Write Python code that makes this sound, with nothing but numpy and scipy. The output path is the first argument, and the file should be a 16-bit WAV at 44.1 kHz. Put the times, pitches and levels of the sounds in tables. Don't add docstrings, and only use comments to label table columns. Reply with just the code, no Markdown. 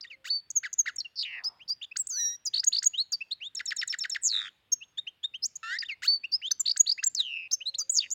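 import sys
import numpy as np
from scipy import signal
from scipy.fft import rfft, irfft
from scipy.io import wavfile
from scipy.ndimage import uniform_filter1d

SR = 44100
rng = np.random.default_rng(int(sys.argv[2]) if len(sys.argv) > 2 else 0)


def gain_from_decibels(decibels):
    exponent = np.asarray(decibels, float) / 20
    return 10 ** exponent


def waveform_to_disk(signal):
    frames = np.transpose(np.atleast_2d(signal))
    scaled = np.clip(frames, -1, 1) * 32767
    samples = np.round(scaled).astype(np.int16)
    wavfile.write(sys.argv[1], SR, samples)


N = 358974

# start from phrase start in seconds, length in seconds, start, middle and
# end pitch in Hz, level in dB, peak lateness if unusual (below 1 early, above 1 late).
TRILL_NOTES = [(0, .012, 8855, 7050, 6400, -26, .62), (.002, .026, 4350, 3800, 3450, -40),
               (.02, .029, 5606, 5353, 5364, -21.5), (.05, 0.008, 5180, 3400, 2626, -27),
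               (.056, 0.022, 2700, 1900, 1300, -25)]
SKIP_NOTES = [(0, .013, 7630, 6030, 8000, -23.5), (.047, 0.047, 7300, 6506, 6210, -14.5, 1.15),
              (.128, .013, 1300, 1800, 2500, -28.5), (.137, 0.04, 2450, 1750, 1230, -25, .5)]
ZIP_NOTES = [(0, .01, 1205, 1695, 2413, -34), (.007, .014, 2704, 6530, 8660, -22.5)]
SWOOP_NOTES = [(-.002, 0.01, 2955, 5200, 4630, -22), (.012, 0.021, 4700, 4880, 4310, -27),
               (.033, 0.022, 3110, 1910, 2140, -28.5), (.056, .031, 2430, 3550, 3430, -35.5),
               (.096, 0.061, 3270, 2330, 2100, -25)]
PIP_NOTES = [(-0.0063, 0.035, 6450, 6675, 7200, -12.5)]
CHEEP_NOTES = [(-.004, .03, 3176, 3625, 3704, -20.5), (.006, 0.005, 1386, 1720, 1890, -47.5),
               (.097, .03, 2350, 3050, 3150, -26)]
# start in seconds, gain in dB, stretch of times and lengths if any (ratio).
TRILL_TIMES = [(3.549, -2.5, 0.85), (3.655, 0), (3.763, 0), (3.874, 0), (3.985, 0), (4.095, 0)]
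SKIP_TIMES = [(0.502, -2), (0.729, 0.53)]
ZIP_TIMES = [(1.957, 0.5), (2.632, -0.5, 0.87), (2.821, -2, 0.69), (2.833, -3, 0.85), (6.76, 1, .95),
             (7.026, 3.5, 1.16)]
SWOOP_TIMES = [(.009, -10, .93), (5.787, 0)]
PIP_TIMES = [(2.666, -1.2), (2.856, -0.15), (6.793, 1.9)]
CHEEP_TIMES = [(4.976, -0.51, 0.93), (5.234, 0.27, 1.06)]
# start in seconds, gain in dB, number of strokes, stretch (ratio).
RIPPLE_TIMES = [(2.528, 0, 4, 1), (2.716, 1, 4, 1), (6.649, 1, 4, .92), (6.855, 1, 3, 1.25)]
# time in seconds, pitch in Hz, level in dB.
WHISTLE_CURVES = [
    [(2.086, 8550, -37.5), (2.108, 6520, -28.5), (2.15, 5963, -24), (2.26, 5694, -17), (2.362, 5750, -34.5)],
    [(2.1, 5580, -49), (2.13, 4750, -41), (2.2, 3973, -31.5), (2.35, 3833, -45)],
    [(5.63, 1327, -32), (5.69, 1390, -33.5), (5.73, 1568, -31), (5.775, 1936, -33.5)],
    [(5.63, 1768, -43), (5.69, 1780, -38), (5.73, 1943, -30.5), (5.77, 2153, -37.5)],
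    [(6.416, 2075, -37.5), (6.43, 2857, -32.5), (6.46, 3200, -19), (6.483, 3665, -25.5)],
    [(7.153, 6000, -34.5), (7.166, 5100, -30.5), (7.18, 4410, -26), (7.205, 3770, -15),
     (7.222, 3388, -27.5)],
]
# time from its start in seconds, pitch in Hz, level in dB, creak 0-1.
CREAKY_CURVE = [(0.0, 1270, -43, 0.8), (0.015, 1900, -33, 0.7), (0.042, 3120, -31.5, 0.65),
                (0.054, 4100, -32.5, 0.1), (0.062, 4490, -15.5, 0.12), (0.085, 4500, -21, 0.02),
                (0.125, 4570, -23.5, 0.02), (0.16, 4450, -41.5, 0.1)]
# start in seconds, gain in dB.
CREAKY_TIMES = [(0.243, -3.5), (6.02, 2)]
# time in seconds, centre pitch in Hz, level in dB.
BUZZ_CURVES = [
    [(1.156, 5070, -42), (1.2, 4620, -24), (1.228, 4400, -25)],
    [(1.248, 2780, -29), (1.29, 2550, -32.5), (1.39, 2230, -33), (1.415, 1950, -45)],
    [(4.212, 8900, -44.5), (4.24, 7400, -23), (4.272, 6640, -18), (4.3, 4480, -29)],
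    [(4.3, 4400, -26), (4.35, 3760, -22.5), (4.42, 3637, -30), (4.49, 3185, -38.5)],
    [(4.32, 1980, -45), (4.455, 1800, -41), (4.49, 2100, -43)],
    [(7.222, 3310, -28), (7.3, 2820, -31.5), (7.35, 2655, -28), (7.475, 2524, -36.5)],
    [(7.935, 7480, -30), (7.96, 6490, -22), (7.979, 5890, -13)],
    [(8.015, 3400, -31), (8.04, 2773, -28.5), (8.072, 2260, -46)],
]
# nominal rate at start and at end in Hz, pitch swing in +-Hz, level swing 0-1.
BUZZ_FLUTTER = [(250, 205, 560, 0.5), (189.4, 86, 420, 0.3), (190, 105, 540, 0.4), (130.6, 70, 200, 0.6),
                (88, 78, 700, 0.95), (139.7, 160, 130, 0.5), (212, 170, 640, 0.7), (235, 158, 380, 0.7)]
# sung pitch in Hz, step in dB.
OVERTONE_STEP = [(1800, -7), (2600, -27), (4500, -28), (7500, -25)]
# frequency in Hz, gain in dB.
BIRD_COLOUR = [(900, -33), (1300, -6.5), (1900, 0), (2300, -10), (2800, -2.5), (3400, -11.5), (3700, -2),
               (4050, -6.5), (4500, 0.5), (6100, -8.5), (6700, 2), (8200, -7.5), (9500, -19.5),
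               (13000, -6.5), (15500, -3.5)]
# frequency in Hz, relative density in dB per Hz.
WASH_SHAPE = [(35, -37.5), (55, -24), (70, 2), (160, -5), (700, -12.5), (3500, -11), (6000, -28.5),
              (16000, -30)]
# start in seconds, length in seconds, mean pitch in Hz, peak level in dB.
DOVE_COOS = [(.05, 0.33, 523, -71.5), (7.443, 0.83, 541, -72)]
# middle in seconds, spread in seconds, centre in Hz, half width in Hz.
RUSTLE_SHAPE = (1.45, .13, 1000, 430)
# start in seconds,
# length in seconds, start and end pitch in Hz, level in dB, peak lateness if unusual.
SLIDE_NOTES = [(7.655, 0.045, 3660, 4250, -20.5), (.959, .01, 8910, 6390, -30.5),
               (.983, .012, 5610, 5536, -20), (1.227, .019, 2563, 3910, -24.5),
               (1.592, 0.048, 1940, 3310, -41), (1.812, .03, 2345, 3820, -27),
               (1.911, 0.017, 2300, 2670, -31.5), (2.933, .036, 2640, 3267, -24.5),
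               (2.965, 0.065, 3257, 4460, -17), (3.205, .023, 2370, 2740, -23.5),
               (3.401, 0.085, 2100, 3820, -27.5), (4.717, 0.025, 5547, 5590, -24),
               (5.554, 0.0086, 5860, 6970, -30), (4.717, 0.03, 6490, 6420, -14),
               (6.234, .025, 2318, 2856, -23.5), (6.315, 0.055, 4265, 5294, -17),
               (6.315, 0.016, 5230, 5750, -33.5), (3.307, .029, 3110, 4380, -21.5),
               (6.506, 0.018, 3100, 5500, -20.5), (6.596, .026, 6266, 5940, -29),
               (7.602, .03, 2260, 3180, -29), (7.74, .019, 2830, 4400, -23), (7.51, .016, 3520, 5600, -29),
               (7.511, .014, 4594, 6450, -24.5), (7.522, .038, 6560, 6080, -14),
               (7.916, .022, 8370, 7536, -21.5)]
HOOK_NOTES = [(.998, 0.02, 6240, 4450, -24), (7.056, 0.035, 7980, 7310, -14.5),
              (1.046, 0.025, 3030, 2780, -33), (1.436, 0.017, 3650, 5640, -28.5),
              (1.441, .051, 4476, 5057, -21.5), (1.984, .042, 8520, 7720, -18.5),
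              (2.069, 0.0086, 4940, 8210, -21), (2.452, .033, 7750, 6065, -23.5),
              (2.462, .029, 5400, 4923, -26), (8.104, 0.0048, 7720, 5970, -27),
              (3.119, 0.028, 7380, 5644, -24), (3.123, .036, 5000, 4650, -24),
              (6.506, 0.023, 5665, 6090, -9.5), (6.595, .024, 7970, 7220, -18),
              (6.977, .028, 1600, 2560, -25.5), (7.148, .007, 8310, 6320, -17.5),
              (7.783, .042, 7380, 6187, -21.5), (7.781, .056, 6250, 4920, -30),
              (7.979, .021, 5840, 4690, -13), (7.999, 0.015, 3090, 3660, -21.5),
              (8.112, 0.006, 7330, 6550, -23)]
FLICK_NOTES = [(1.686, .05, 4643, 5200, -23.5), (4.805, .04, 2600, 3720, -35.5),
               (5.42, .045, 4203, 6330, -34.5), (5.421, 0.049, 5040, 7930, -18.5),
               (5.561, 0.0095, 7210, 5390, -33.5), (7.895, .02, 6760, 8490, -18, .5)]
# start in seconds, length in seconds, start and top pitch in Hz, level in dB.
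ARCH_NOTES = [(1.677, .03, 4314, 5667, -30), (1.839, 0.015, 2510, 3380, -28),
              (7.524, .032, 5544, 5380, -24.5), (8.113, .024, 5320, 6950, -24)]

EVEN_SHARE, EARLY_SHARE, LATE_SHARE, STROKE_SHARE = 0.67, 1.05, 0.19, 0.76
RISE_LATE, FALL_LATE = 1.136, 0.78
LOUD_DB, POINT_PER_DB = -20, 0.28
BUZZ_OVERTONE_MAX_DB, PLAIN_OVERTONE_MAX_DB = -29, -3
ECHO_DB, WASH_DB, RUSTLE_DB = -24.5, -73, -61.5


def evened(x):
    return x / np.sqrt(np.mean(x ** 2) + 1e-20)


def read(points, hz):
    f, value = np.transpose(points)
    return np.interp(np.log(hz + 1), np.log(f + 1), value)


def add(mix, start_s, sound):
    part = mix[round(start_s * SR):][:len(sound)]
    part += sound[:len(part)]


def wobble(count, span):
    once = uniform_filter1d(rng.standard_normal(count), span)
    return evened(uniform_filter1d(once, span))


def wash():
    frames = N // 256 + 5
    hz = np.fft.rfftfreq(1024, 1 / SR)[:, None]
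    real, imaginary, patches = rng.standard_normal((frames, 513, 3)).T
    patches = uniform_filter1d(patches, size=10, axis=0)
    patches = evened(uniform_filter1d(patches, size=16, axis=1))
    spectrum = (real + 1j * imaginary) * gain_from_decibels(read(WASH_SHAPE, hz) + 2.3 * patches)
    far = signal.istft(spectrum, nperseg=1024, noverlap=768)[1][:N]
    return gain_from_decibels(WASH_DB) * evened(far)


def finch():
    air = air_stream(single_notes() + phrases() + long_tones())
    taps = irfft(gain_from_decibels(read(BIRD_COLOUR, np.fft.rfftfreq(512, 1 / SR))))
    return signal.oaconvolve(air, np.roll(taps, 256) * np.hanning(512), "same")


def air_stream(sung):
    air, alone = np.zeros((2, N))
    for start_s, sound in sung:
        add(air, start_s, sound)
        add(alone, start_s, sound ** 2)
    size = np.sqrt(abs(uniform_filter1d(air ** 2, size=200))) + 1e-5
    breath = gain_from_decibels(-44) * size * rng.standard_normal(N)
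    product = (air ** 2 - alone) / size
    return air + 0.16 * product + 0.12 * product * air / size + breath


def phrases():
    sung = []
    for phrase, plays in ((TRILL_NOTES, TRILL_TIMES), (ZIP_NOTES, ZIP_TIMES), (SWOOP_NOTES, SWOOP_TIMES),
                          (SKIP_NOTES, SKIP_TIMES), (PIP_NOTES, PIP_TIMES), (CHEEP_NOTES, CHEEP_TIMES)):
        for phrase_s, gain_db, *stretch in plays:
            stretch = stretch[0] if stretch else 1
            for s, length_s, start_hz, middle_hz, end_hz, db, *late in phrase:
                sound = note(length_s * stretch, start_hz, middle_hz, end_hz, db + gain_db, *late)
                sung.append((phrase_s + s * stretch, sound))
    for row in RIPPLE_TIMES:
        sung.extend(ripple(*row))
    return sung


def note(length_s, start_hz, middle_hz, end_hz, db, late=None, point=0.94, creak=0.):
    late = late or (RISE_LATE if middle_hz > start_hz else FALL_LATE)
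    u = np.linspace(0, 1, round(length_s * SR + 60))
    hz = start_hz * (1 - u) * (1 - 2 * u) + middle_hz * 4 * u * (1 - u) + end_hz * u * (2 * u - 1)
    point = point + POINT_PER_DB * max(db - LOUD_DB, 0)
    breath = abs(np.sin(np.pi * u ** late)) ** point
    return voice(hz, gain_from_decibels(db) * breath, creak)


def voice(hz, level, creak=0., shake_hz=0., overtone_max_db=PLAIN_OVERTONE_MAX_DB):
    slide = np.minimum(abs(np.gradient(np.log(hz))) * SR, 60)
    drop = slide * (np.gradient(hz) < 0)
    rasp = .0015 + .0013 * slide + .14 * gain_from_decibels(2 * read(OVERTONE_STEP, hz))
    hz = hz * (1 + rasp * wobble(len(hz), span=16))
    hz = abs(hz + shake_hz)
    half = np.exp(1j * np.pi * np.cumsum(hz) / SR)
    step = gain_from_decibels(np.minimum(read(OVERTONE_STEP, hz), overtone_max_db))
    stack = half ** 2 / (1 - 1j * step * half ** 2)
    between = creak ** 2 * (half + half ** 3 / (1 - 0.78 * half))
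    level = level * (1 + .009 * drop * (hz < 4200) * wobble(len(hz), span=7))
    level = level * gain_from_decibels(1.2 * wobble(len(hz), span=120))
    return level * (stack + between).real


def garden(x):
    t = np.arange(SR) / SR
    late = gain_from_decibels(-60 * t / 0.52)
    early = 4. * gain_from_decibels(-60 * t / .12)
    tail = rng.standard_normal(SR) * (late + early) * (t > .004)
    tail = signal.lfilter([1], [1, -.58], tail)
    return signal.fftconvolve(x, tail / np.linalg.norm(tail))[:N]


def dove():
    out = np.zeros(N)
    for start_s, length_s, hz, db in DOVE_COOS:
        count = round(length_s * SR)
        turns = np.cumsum(hz * (1 + 0.016 * wobble(count, span=1500))) / SR
        add(out, start_s, gain_from_decibels(db) * np.sqrt(np.hanning(count)) * np.sin(2 * np.pi * turns))
    return out


def long_tones():
    sung = [(start_s, gain_from_decibels(gain_db) * whistle(CREAKY_CURVE)[1]) for start_s, gain_db in CREAKY_TIMES]
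    sung += [whistle(rows) for rows in WHISTLE_CURVES]
    sung += [whistle(rows, flutter) for rows, flutter in zip(BUZZ_CURVES, BUZZ_FLUTTER)]
    return sung


def whistle(rows, flutter=(0, 0, 0, 0)):
    s, hz, db, *creak = np.transpose(rows)
    t = np.arange(s[0], s[-1] + .003, 1 / SR)
    first_hz, last_hz, swing_hz, depth = flutter
    rate_hz = np.linspace(first_hz, last_hz, len(t)) * (1 + .2 * wobble(len(t), span=350))
    turns = np.cumsum(rate_hz) / SR
    shake = np.sin(2 * np.pi * turns - 1)
    level = gain_from_decibels(np.interp(t, s, db)) * (1 + np.clip(depth, 0, 1) * np.cos(2 * np.pi * turns + 2.2))
    level *= gain_from_decibels(3.5 * depth * wobble(len(t), span=250))
    level *= np.clip(np.minimum(t - t[0], t[-1] - t) / 0.0014, 0, 1)
    creak = np.clip(np.interp(t, s, creak[0]), 0, 1) if creak else 0.
    overtone_max_db = BUZZ_OVERTONE_MAX_DB if first_hz else PLAIN_OVERTONE_MAX_DB
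    return s[0], voice(np.interp(t, s, hz), level, creak, swing_hz * shake, overtone_max_db)


def single_notes():
    sung = []
    for rows, share in ((SLIDE_NOTES, EVEN_SHARE), (HOOK_NOTES, EARLY_SHARE), (FLICK_NOTES, LATE_SHARE)):
        for s, length_s, start_hz, end_hz, db, *late in rows:
            middle_hz = start_hz + share * (end_hz - start_hz)
            sung.append((s, note(length_s, start_hz, middle_hz, end_hz, db, *late)))
    for s, length_s, start_hz, top_hz, db in ARCH_NOTES:
        sung.append((s, note(length_s, start_hz, top_hz, top_hz, db)))
    return sung


def rustle():
    middle_s, spread_s, centre_hz, width_hz = RUSTLE_SHAPE
    hz = np.fft.rfftfreq(N, 1 / SR)
    band = irfft(rfft(rng.standard_normal(N)) / (1 + ((hz - centre_hz) / width_hz) ** 4), N)
    swell = np.exp(-((np.arange(N) / SR - middle_s) / spread_s) ** 2)
    return gain_from_decibels(RUSTLE_DB) * evened(band) * swell


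def ripple(start_s, gain_db, strokes, stretch):
    for k in range(int(strokes)):
        top_hz = 4600 + 70 * (k + 4 - strokes) ** 2
        low_hz = 2300 * (1 + .2 * (2 * rng.random() - 1))
        middle_hz = low_hz + STROKE_SHARE * (top_hz - low_hz)
        db = -19.5 + gain_db + 3 * (2 * rng.random() - 1)
        stroke = note(.026 * stretch, low_hz, middle_hz, top_hz, db, late=1.4, point=1.9, creak=.13)
        yield start_s + k * .0187 * stretch, stroke


def scene():
    bird = finch()
    return (bird + gain_from_decibels(ECHO_DB) * garden(bird) + wash() + rustle() + dove())[None]


def roll_off(x):
    return signal.sosfilt(signal.butter(12, 16300, fs=SR, output="sos"), x)


def record(dry):
    return roll_off(dry)


dry = scene()
out = record(dry)
waveform_to_disk(out)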